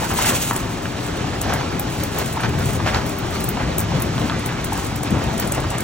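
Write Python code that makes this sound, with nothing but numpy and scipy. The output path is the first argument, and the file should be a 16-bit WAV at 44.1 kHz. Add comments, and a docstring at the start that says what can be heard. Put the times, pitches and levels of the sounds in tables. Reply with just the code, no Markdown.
"""Inside a tunnel car wash, beside a car: wet cloth swishes over the bodywork and slaps it, brushes drum.
Slaps ring as short resonances; swish, drumming and spray are crowds of tiny random impacts, filtered.
A jet of spray hisses close by at first. Blobs of foam drop from an overhead bar and burst on the concrete
as clicks and noise. A frame knocks once, and pumps and motors drone as filtered noise and wavering tones.
All is heard through the two ports of a phone, in a hard, long hall."""
import sys
import numpy as np
from scipy import signal
from scipy.fft import rfft, irfft
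from scipy.io import wavfile
from scipy.ndimage import uniform_filter1d, map_coordinates

SR = 44100
rng = np.random.default_rng(int(sys.argv[2]) if len(sys.argv) > 2 else 0)


def store_wav(level_fs):
    """Save 16-bit WAV to argv[1]."""
    pcm = np.round(np.clip(np.atleast_2d(level_fs), -1, 1) * 32767)
    wavfile.write(sys.argv[1], SR, pcm.T.astype(np.int16))


N = 257103
TIME = np.arange(N) / SR  # seconds
FREQ = np.maximum(np.fft.rfftfreq(N, 1 / SR), 1)  # Hz

# How a soft and a sharp tip sound. Each row: snap relative to the thud in dB, centre of the snap in Hz,
# width of the thud as a share of its own centre.
SOFT_TIP, SHARP_TIP = (-18, 1730, 0.25), (2.3, 3920, 1.2)
# Cloth striking the car. Each row: start in seconds, peak of the thud in dB, centre of the thud in Hz,
# snap of the tip relative to the thud in dB, level of the flurry after it in dB, length of the flurry in seconds.
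CLOTH_SLAPS = [(.105, -15.5, 1200, -14, -31, 0.025), (.187, -16, 920, -24, -32, 0.019),
               (.245, -14, 1500, -3, -23.5, .018), (.283, -19.5, 267, -20, -27.5, 0.037),
               (.856, -14.5, 1500, -10, -35, .008), (1.243, -18, 775, -13, -38, .015),
               (1.435, -24, 705, -22, -34, 0.011), (1.463, -20, 734, -18, -36, .02),
               (1.499, -18, 636, -18, -26, 0.028), (1.524, -12, 1350, -10, -29, .012),
               (1.53, -20, 590, -14, -28.5, 0.043), (1.61, -18, 1070, -12, -33, 0.02),
               (1.752, -22, 266, -22, -31.5, 0.026), (2.164, -18, 700, -11, -33, 0.016),
               (2.215, -23, 690, -20, -35, .02), (2.371, -15.5, 930, -22, -31, 0.013),
               (2.396, -21, 1360, -14, -29, .015), (2.4345, -20, 1570, -7, -27.5, 0.031),
               (2.537, -28, 900, -13, -38, .012), (2.588, -24, 1000, -10, -36, .012),
               (2.626, -20, 170, -26, -26, 0.022), (2.8, -16, 910, -13, -29, .016),
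               (2.861, -14, 700, -7, -24.5, 0.0094), (2.874, -10.5, 1180, -7, -26, .018),
               (2.9465, -13, 905, 2, -27.5, 0.036), (3.312, -22, 645, -20, -41, 0.011),
               (3.5705, -14.5, 920, -8, -25.5, .007), (3.604, -16, 720, -9, -29, .012),
               (3.919, -20, 840, -20, -40, 0.0089), (3.931, -17, 148, -26, -25, 0.038),
               (4.18, -16.5, 900, -3, -30, .01), (4.216, -18, 500, -3, -30, 0.023),
               (4.24, -17.5, 228, -24, -31, 0.037), (4.298, -11.5, 1220, -3, -32, 0.011),
               (4.32, -19, 1290, -21, -31.5, 0.039), (4.49, -19, 1700, -12, -34, 0.041),
               (4.722, -14.5, 830, -24, -36, 0.0082), (4.756, -22, 930, -15, -35, .01),
               (4.784, -23, 1020, -21, -37, 0.023), (4.918, -26, 800, -21, -52, .01),
               (5.007, -22, 840, -12, -35, 0.014), (5.113, -15.5, 175, -26, -23, 0.062),
               (5.146, -19, 834, -16, -31, .045), (5.579, -13.5, 640, -9.5, -28.5, .03),
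               (5.642, -17, 1130, -14, -31, .018), (5.714, -21, 760, -16, -30.5, 0.041)]


def slaps(snap_width, flurry_width, strip_rate):
    """The tip of a strip snaps on a damped panel, and its neighbours flap down after it in a flurry."""
    track, t = np.zeros(N), TIME[:SR // 5]
    tip_db, tip_hz, tip_width = np.transpose([SOFT_TIP, SHARP_TIP])
    tap = 1. * (t == 0)  # a single click sets the resonances ringing
    for start_s, db, thud_hz, snap_db, flurry_db, flurry_s in CLOTH_SLAPS:
        # a sharper snap sounds higher and shortens the thud
        snap_hz = np.interp(snap_db, tip_db, tip_hz)
        thud_width_hz = thud_hz * np.interp(snap_db, tip_db, tip_width)
        thud = resonate(tap, thud_hz, thud_width_hz)
        snap = resonate(tap, snap_hz, snap_width * snap_hz)
        blow = thud / abs(thud).max() + undb(snap_db) * snap / abs(snap).max()

        contacts = rattle(t, strip_rate) * np.exp(-(t / flurry_s) ** 3)
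        flurry = resonate(contacts, thud_hz, flurry_width * thud_hz)
        flurry = flurry / np.sqrt(np.sum(flurry ** 2) / (flurry_s * SR))
        add(track, start_s, undb(db) * blow + undb(flurry_db) * flurry)
    return track + hall(track, wet_db=-10)


# Between strokes the cloth rubs on, harder once the car is well into the curtains.
RUB_EARLY_DB, RUB_DB, RUB_FROM_S, RUB_FULL_S = -32, -30, 1.3, 1.6
# The curtains swing to and fro, and rub hardest as they meet the car.
SWING_PERIOD_S, SWING_HITS_S, SWING_DB = 1.287, 0.16, 1
# The fade after a stroke lasts a fixed time plus a share of the stroke's length.
STROKE_ATTACK_S, STROKE_RELEASE_S, STROKE_RELEASE_SHARE = 0.0082, 0.028, 0.13
# The tone colour of the swish. Each row: frequency in Hz, relative strength in dB per Hz.
SWISH_SPECTRUM = [(100, -10), (350, -6.5), (700, 2.5), (1300, -1.5), (2200, -5.5), (3500, -11),
                  (5000, -12.5), (15500, -31.5)]
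# A curtain drags over the car. Each row: start in seconds, length in seconds, level in dB before the
# overall swish level, brightness in dB (treble against the rest).
CURTAIN_STROKES = [(0, 0.047, -25.5, -2), (0.1, 0.09, -25.5, -2), (0.19, 0.06, -21.5, 0.5),
                   (0.246, 0.023, -21.5, -1), (0.282, 0.044, -24, -9), (1.443, 0.18, -26, 1),
                   (2.153, 0.069, -26, -2), (2.435, 0.023, -24.5, -3), (2.595, 0.038, -32.5, -4),
                   (2.864, 0.027, -20, 1.5), (2.946, 0.038, -23, 4), (3.328, .04, -29, 4),
                   (3.596, 0.049, -28, -3), (3.802, 0.02, -29, 0), (4.282, 0.16, -39, 9),
                   (5.155, 0.16, -36, -12), (5.4, 0.028, -27, 9), (5.56, 0.12, -33, 4)]


def cloth(swish_db, smear_db, flutter_db, split_hz):
    """Wet cloth drags over paint in countless small slips; heavy strokes rush dully, whipping ones crackle."""
    swing = SWING_DB * np.cos(2 * np.pi * (TIME - SWING_HITS_S) / SWING_PERIOD_S)
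    rub = undb(curve([(RUB_FROM_S, RUB_EARLY_DB), (RUB_FULL_S, RUB_DB)]) + swing)

    def drag(tilt):
        """Loudness of rubbing and strokes, with a share of each stroke's brightness added."""
        strokes = 0
        for start_s, length_s, db, bright_db in CURTAIN_STROKES:
            release_s = STROKE_RELEASE_S + STROKE_RELEASE_SHARE * length_s
            strokes = strokes + swell(start_s, length_s, db + tilt * bright_db, STROKE_ATTACK_S, release_s)
        return np.sqrt(rub ** 2 + strokes)

    slips = grains(1800, spread_db=2.0) + undb(smear_db) * rng.standard_normal((2, N))
    swish = mottle(colour(slips, SWISH_SPECTRUM), depth_db=3.5, patch_s=.03, patch_hz=175.3)
    swish = level(swish, swish_db)
    rush = signal.sosfiltfilt(signal.butter(2, split_hz, fs=SR, output="sos"), swish)
    crackle = swish - rush
    return diffuse(rush * drag(-1 / 2) + crackle * drag(1 / 2)) * undb(flutter_db * walk(45))


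BUMP_ATTACK_S, BUMP_HOLD_S, BUMP_RELEASE_S = 0.018, 0.035, 0.04
# The tone colour of the drumming. Each row: frequency in Hz, relative strength in dB per Hz.
DRUM_SPECTRUM = [(20, -34), (40, -19), (56, -5), (76, -1), (96, 2.5), (135, -0.5), (165, -3.5), (280, -7),
                 (410, -11), (520, -17), (900, -24.5), (3000, -75)]
# Resonances of the bodywork. Each row: centre in Hz, width in Hz, strength in dB relative to the others.
BODY_RESONANCES = [(59.6, 11, 5.5), (93, 17, 2.5), (113.1, 27, 4.5), (132, 22, 5)]
# How hard the brushes press on the car. Each row: time in seconds, pressure in dB; only the rise and fall
# about the average matters.
BRUSH_PRESSURE = [(0, -29.5), (.15, -29.5), (.35, -29.5), (1.15, -31), (1.45, -28.5), (2.2, -29.5),
                  (2.55, -25), (2.98, -25), (3.2, -30), (3.48, -26), (3.8, -27), (4.1, -25.5), (4.4, -28.5),
                  (5.83, -28)]
# A bunch of strips lands on a panel. 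Each row: start in seconds, level in dB.
STRIP_BUMPS = [(.04, -26.5), (.115, -26), (1.47, -22.5), (1.73, -28), (2.47, -23.5), (2.8, -31),
               (3.49, -30), (3.65, -24.5), (3.93, -29), (4.2, -24), (5.12, -19.5), (5.25, -26), (5.4, -28),
               (5.59, -29.5)]


def brushes(drum_db, drum_growth, thump_rate, boom_db, boom_growth):
    """Soft strips land one after another, now and then in a bunch; under pressure the hollow panels boom."""
    pressure = curve(BRUSH_PRESSURE) - np.mean(curve(BRUSH_PRESSURE))
    bunches = sum(swell(s, BUMP_HOLD_S, db, BUMP_ATTACK_S, BUMP_RELEASE_S) for s, db in STRIP_BUMPS)
    thumps = grains(thump_rate, spread_db=1.5)
    drumming = undb(drum_db + drum_growth * pressure)
    patter = level(colour(thumps, DRUM_SPECTRUM)) * np.sqrt(drumming ** 2 + bunches)
    rub = rng.standard_normal((2, N))
    boom = sum(undb(db) * resonate(rub, hz, width_hz) for hz, width_hz, db in BODY_RESONANCES)
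    return diffuse(patter + level(boom, boom_db) * undb(boom_growth * pressure))


# Small blobs fall at random in the later part.
DRIPS_FROM_S, DRIP_DB, DRIP_SPREAD_DB, DRIP_BRIGHT_DB = 2.0, -29.5, 8, -8.5


def drips(count):
    """Small blobs at random moments, as rows of start in seconds, level in dB, brightness in dB."""
    rows = []
    for when, size in rng.random((count, 2)):
        start_s = DRIPS_FROM_S + when * (TIME[-1] - DRIPS_FROM_S)
        rows.append((start_s, DRIP_DB + DRIP_SPREAD_DB * (size - .5), DRIP_BRIGHT_DB))
    return rows


# The tone colour of the splats. Each row: frequency in Hz, relative strength in dB per Hz.
SPLAT_SPECTRUM = [(500, 7), (3000, -11), (5500, -6.5), (8500, 8.5), (15500, 0.5)]
# Big foam blobs landing close by. Each row: start in seconds, level in dB relative to the other blobs,
# brightness in dB (treble against the rest).
FOAM_SPLATS = [(.138, -17, 11), (0.424, -23, 5), (0.496, -31, 3), (0.531, -22, 11), (.561, -19, -4),
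               (1.008, -38, 0), (1.062, -29, -5), (1.413, -18.5, -4), (1.535, -19.5, -1.5), (1.794, -13, 6),
               (1.9, -31, -4), (2.0343, -17, 0.5), (2.146, -28, 4), (2.185, -15.5, 6), (2.334, -26.5, -1),
               (2.491, -29, -4), (2.588, -27, 3), (2.655, -24.5, -1), (2.732, -26, -1), (3.062, -24, 3),
               (3.093, -23.5, -2), (3.185, -22, 12), (3.306, -29, 2), (3.405, -23, 3), (3.44, -17, 7),
               (3.488, -13, 10), (3.7813, -13, 2.5), (3.791, -22, -5), (3.802, -16.5, 3), (4, -24, 7),
               (4.02, -16, 8), (4.459, -19, 2), (4.644, -20, 0.5), (4.729, -23, -7), (4.845, -24, 2),
               (4.958, -24, -4), (5.032, -22.5, -5.5), (5.238, -29, -4), (5.397, -15, 3), (5.473, -23, -3),
               (5.5194, -21, -8), (5.804, -22, -5)]


def splats(splat_db, touch_db, burst_lag_s, burst_s, spatter_db, spatter_s):
    """A blob ticks as it touches, bursts a moment later and throws a spatter of droplets."""
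    track, t = np.zeros(N), TIME[:SR // 5]
    after = np.maximum(t - burst_lag_s, 0)
    for start_s, db, bright_db in FOAM_SPLATS + drips(count=12):
        crack = rng.standard_normal(len(t))
        droplets = level(rng.standard_normal(len(t)) * rng.exponential(size=len(t)) ** 1.5)
        length_s = burst_s * undb(-.6 * bright_db)  # soft, dull blobs take longer to burst
        touch = undb(touch_db) * crack * np.exp(-t / length_s)
        spatter = undb(spatter_db - .5 * bright_db) * droplets * np.exp(-after / spatter_s)
        burst = crack * np.exp(-after / length_s) + spatter
        splat = touch + (t >= burst_lag_s) * burst

        low = signal.sosfiltfilt(signal.butter(3, 10500, fs=SR, output="sos"), splat)
        treble = splat - low
        splat = low * undb(-bright_db / 2) + treble * undb(bright_db / 2)
        add(track, start_s - burst_s / 2, undb(db + splat_db) * splat)
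    track = colour(track, SPLAT_SPECTRUM)
    return track + hall(track, wet_db=-5.5)


# The jet runs, opens fully, then shuts and drains; levels are in dB before the overall spray level.
JET_DB, JET_FULL_DB = -29, -25.5
JET_OPENS_S, JET_SHUTS_S, JET_ATTACK_S, JET_DRAIN_S = 0.18, 0.32, 0.012, 0.28
SHOWER_ATTACK_S, SHOWER_HOLD_S, SHOWER_RELEASE_S, DRIZZLE_DB = 0.12, 0.034, 0.11, -43
# Water flung off the cloth showers down. Each row: start in seconds, level in dB before the spray level.
WATER_SHOWERS = [(1.03, -36), (1.92, -35), (2.201, -30.5), (2.67, -31), (2.88, -45), (3.1, -36.5),
                 (3.38, -34.5), (4.21, -37), (4.8, -33.5), (5.281, -37.5), (5.45, -38)]


def water_flow():
    """Strength of the falling water: the jet, showers off the cloth and a steady drizzle."""
    jet = swell(0, JET_SHUTS_S, JET_DB, JET_ATTACK_S, JET_DRAIN_S)
    full_jet = swell(JET_OPENS_S, JET_SHUTS_S - JET_OPENS_S, JET_FULL_DB, JET_ATTACK_S, JET_DRAIN_S)
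    showers = sum(swell(s, SHOWER_HOLD_S, db, SHOWER_ATTACK_S, SHOWER_RELEASE_S) for s, db in WATER_SHOWERS)
    return np.sqrt(jet + full_jet + showers + undb(DRIZZLE_DB) ** 2)


# The tone colour of the spray. Each row: frequency in Hz, relative strength in dB per Hz.
SPRAY_SPECTRUM = [(500, -20), (1800, -8), (2600, -2), (3500, -4.5), (5000, -8), (7000, -2), (8300, 0),
                  (9200, 1.5), (9600, -6), (11500, -5), (13500, -9), (15500, -10)]


def spray(spray_db, mist_db, flutter_db):
    """Droplets patter on the car and floor; the stronger the jet, the more they fuse into hiss."""
    flow = water_flow()
    mist = undb(mist_db) * np.sqrt(flow / flow.max()) * rng.standard_normal((2, N))
    patter = grains(1100, spread_db=3.5)
    drops = level(mottle(patter, depth_db=2.0, patch_s=.025, patch_hz=400) + mist)
    return diffuse(colour(drops, SPRAY_SPECTRUM)) * flow * undb(spray_db + flutter_db * walk(70))


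CLUNK_S = .5103
# What the curtain frame rings with. Each row: centre in Hz, width in Hz, strength in dB before it is
# divided by the width.
FRAME_MODES = [(1000, 980, 4.5), (1700, 440, -15), (290, 140, -10), (130, 80, -15.5)]


def clunk(clunk_db, rattle_db, rattle_s, contact_hz):
    """One blunt knock, probably from the swinging curtain frame, that rattles briefly."""
    track, t = np.zeros(N), TIME[:SR // 5]
    force = 1. * (t == 0) + undb(rattle_db) * rattle(t, 4000) * np.exp(-t / rattle_s)
    # a blunt contact passes little treble
    force = signal.sosfilt(signal.butter(4, contact_hz, fs=SR, output="sos"), force)
    ring = sum(undb(db) * resonate(force, hz, width_hz) / width_hz for hz, width_hz, db in FRAME_MODES)
    add(track, CLUNK_S, undb(clunk_db) * ring / abs(ring).max())
    return track + hall(track, wet_db=-10)


def flaps(flap_rate, flaps_db, cycles):
    """Single strips tap here and there further off, each a dying tone with its own pitch."""
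    track, t = np.zeros(N), TIME[:SR // 20]
    for when, pitch, size in rng.random((int(flap_rate * N / SR), 3)):
        hz = 450 * 2 ** (2.3 * pitch)
        tap = np.sin(2 * np.pi * hz * t) * np.exp(-hz * t / cycles)
        add(track, when * N / SR, size ** 2 * undb(-4 * pitch) * tap)
    return level(track + hall(track, wet_db=11.0), flaps_db)


# Motor hum. Each row: frequency in Hz, level in dB.
MOTOR_HUM = [(57, -42), (121.5, -39), (219, -42.5), (297, -41.5), (392, -44)]
# The tone colour of the roar. Each row: frequency in Hz, relative strength in dB per Hz.
ROAR_SPECTRUM = [(20, -15), (40, 1), (58, -4), (120, 1), (280, 0), (470, -7), (900, -8), (1800, -14),
                 (4000, -18.5), (5200, -22), (8500, -24), (15500, -104)]
# A brush drive groans as it takes the load. Each row: time in seconds, level in dB.
DRIVE_GROAN = [(0, -43), (3.2, -44), (3.55, -35), (4.22, -30.5), (4.8, -38.5), (5.83, -53)]


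def machinery(din_db, waver_db, hum_drift, drive_hz):
    """Pumps and blowers merge into a roar down the tunnel; motor tones waver in it."""
    def tone(hz):
        """A sine whose pitch and loudness wander."""
        phase = 2 * np.pi * np.cumsum(hz * (1 + hum_drift * walk(9))) / SR
        return level(np.sin(phase) * undb(1.9 * walk(4.3)))

    roar = level(colour(rng.standard_normal((2, N)), ROAR_SPECTRUM), din_db) * undb(waver_db * walk(5.31))
    hum = sum(undb(db) * tone(hz) for hz, db in MOTOR_HUM)
    groan = undb(curve(DRIVE_GROAN)) * tone(drive_hz)
    return diffuse(roar) + hum + groan


# Time for the echo to fall by 60 dB, for the lower range and for the treble.
HALL_T60_S, HALL_TREBLE_T60_S = 0.87, 0.12


def hall(x, wet_db):
    """Reverberation of the tunnel as dying noise; the treble dies first."""
    noise = rng.standard_normal((2, N))
    low = signal.sosfilt(signal.butter(2, 2500, fs=SR, output="sos"), noise)
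    treble = noise - low
    tail = low * undb(-60 * TIME / HALL_T60_S) + treble * undb(-60 * TIME / HALL_TREBLE_T60_S)
    tail = tail * np.minimum(TIME / 0.00097, 1)  # a very short rise
    tail = tail / np.sqrt(np.sum(tail ** 2) / 2)
    return undb(wet_db) * diffuse(signal.fftconvolve(x[None], tail, axes=1)[:, :N])


def undb(db):
    """Decibels to gain."""
    return 10 ** (np.asarray(db) / 20)


def level(x, db=0):
    """Scale a sound to an rms level in dB."""
    return x * undb(db) / np.sqrt(np.mean(x ** 2))


def curve(rows):
    """Join rows of time in seconds and value by straight lines."""
    return np.interp(TIME, *np.transpose(rows))


def by_frequency(rows, axis=1):
    """One column of a table, spread over a log-frequency axis."""
    rows = np.array(rows)
    return np.interp(np.log(FREQ), np.log(rows[:, 0]), rows[:, axis])


def colour(x, points):
    """Filter by a spectrum in Hz and dB that keeps the power of white noise."""
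    return irfft(rfft(x) * level(undb(by_frequency(points))), N)


def walk(rate):
    """Slow chance: random levels held 1 / rate seconds and smoothed twice; spread near 1."""
    hold = int(SR / rate)
    steps = np.repeat(rng.standard_normal(N // hold + 1), hold)
    return 1.325 * uniform_filter1d(uniform_filter1d(steps, hold), hold)[:N]


def add(track, start_s, sound):
    """Mix a short sound into a track at a time."""
    i = max(int(start_s * SR), 0)
    track[i:i + len(sound)] += sound[:N - i]


def grains(rate, spread_db):
    """Two unrelated streams of tiny impacts, rate per second, a few much bigger than the rest."""
    size = undb(spread_db * np.minimum(rng.exponential(size=(2, N)), 4))
    hits = rng.random((2, N)) < rate / SR
    return level(hits * size * rng.choice([-1, 1], (2, N)))


def rattle(t, rate):
    """A quick, uneven run of small contacts over a little rubbing."""
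    contacts = rng.random(len(t)) < rate / SR
    return level(rng.standard_normal(len(t)) * (contacts + .03)) * np.minimum(t / .002, 1)


def resonate(x, hz, width_hz):
    """A resonance with gain 1 at its centre, applied twice for steep skirts; the width is of one pass."""
    b, a = signal.iirpeak(hz, hz / width_hz, fs=SR)
    return signal.lfilter(b, a, signal.lfilter(b, a, x))


def mottle(x, depth_db, patch_s, patch_hz):
    """Every strip or droplet cluster has a colour of its own: short random swells in narrow bands."""
    hz, s, bands = signal.stft(x, SR, nperseg=512)
    place = np.meshgrid(hz / patch_hz, s / patch_s, indexing="ij")
    patches = map_coordinates(rng.standard_normal((200, 600)), place, order=1, mode="wrap")
    return signal.istft(bands * undb(depth_db * patches), SR)[1][..., :N]


def swell(start_s, hold_s, db, attack_s, release_s):
    """Power of a sound that rises, holds and dies away."""
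    early, late = np.maximum(start_s - TIME, 0), np.maximum(TIME - start_s - hold_s, 0)
    return (undb(db) * np.exp(-early / attack_s - late / release_s)) ** 2


def scene():
    """All the sources of the wash together."""
    return (slaps(snap_width=0.28, flurry_width=1.07, strip_rate=900)
            + cloth(swish_db=-2.46, smear_db=2, flutter_db=1.71, split_hz=2100)
            + brushes(drum_db=-28, drum_growth=1.07, thump_rate=450, boom_db=-35.5, boom_growth=1.9)
            + splats(splat_db=7.0, touch_db=-6, burst_lag_s=.003, burst_s=.0009,
                     spatter_db=-18, spatter_s=.016)
            + spray(spray_db=-2.5, mist_db=5.5, flutter_db=2.5)
            + clunk(clunk_db=-5.5, rattle_db=-28, rattle_s=.017, contact_hz=2000)
            + flaps(flap_rate=28, flaps_db=-38.5, cycles=3.5)
            + machinery(din_db=-28.5, waver_db=1.0, hum_drift=0.00718, drive_hz=169.5))


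TOP_HZ = 15900
# The phone's two ports, used by the next two functions. Each row: frequency in Hz, likeness of left and
# right from 0 to 1, lead of the left in radians, left minus right in dB.
PHONE_PORTS = [(30, .88, 0, 0), (65, .84, -.15, 1), (130, 0.96, 0, 3), (300, 0.98, -0.12, 4.5),
               (550, 0.63, -1, 2.5), (760, 0.47, -0.77, 3.5), (1000, 0.23, 0, .5), (1800, 1, 0.92, -0.5),
               (2720, 0.65, 0.91, -4), (3930, .57, 1.05, -2.5), (4950, 0.6, 2.5, -2),
               (5800, 0.64, 0.84, -4), (8500, 1, 2.5, 3), (9300, .98, 3.1, .3), (10900, .99, 3.17, 0),
               (11900, 1, 4, 0.5), (15500, .7, 5, 0)]


def diffuse(pair):
    """Two unrelated sounds become a field from all round, partly alike at the two ports."""
    alike = np.clip(by_frequency(PHONE_PORTS, axis=1), 0, .99)
    mid, side = rfft(pair) * np.sqrt([(1 + alike) / 2, (1 - alike) / 2])
    return irfft([mid + side, mid - side], N)


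def record(dry):
    """The two ports differ in phase and level along the spectrum; the top is cut steeply."""
    lead, tilt_db = by_frequency(PHONE_PORTS, axis=2), by_frequency(PHONE_PORTS, axis=3)
    left, right = undb(tilt_db / 2), undb(-tilt_db / 2) * np.exp(-1j * lead)
    ports = irfft(rfft(dry) * np.array([left, right]), N)
    return signal.sosfilt(signal.ellip(10, .2, 80, TOP_HZ, fs=SR, output="sos"), ports)


dry = scene()
out = record(dry)
store_wav(out)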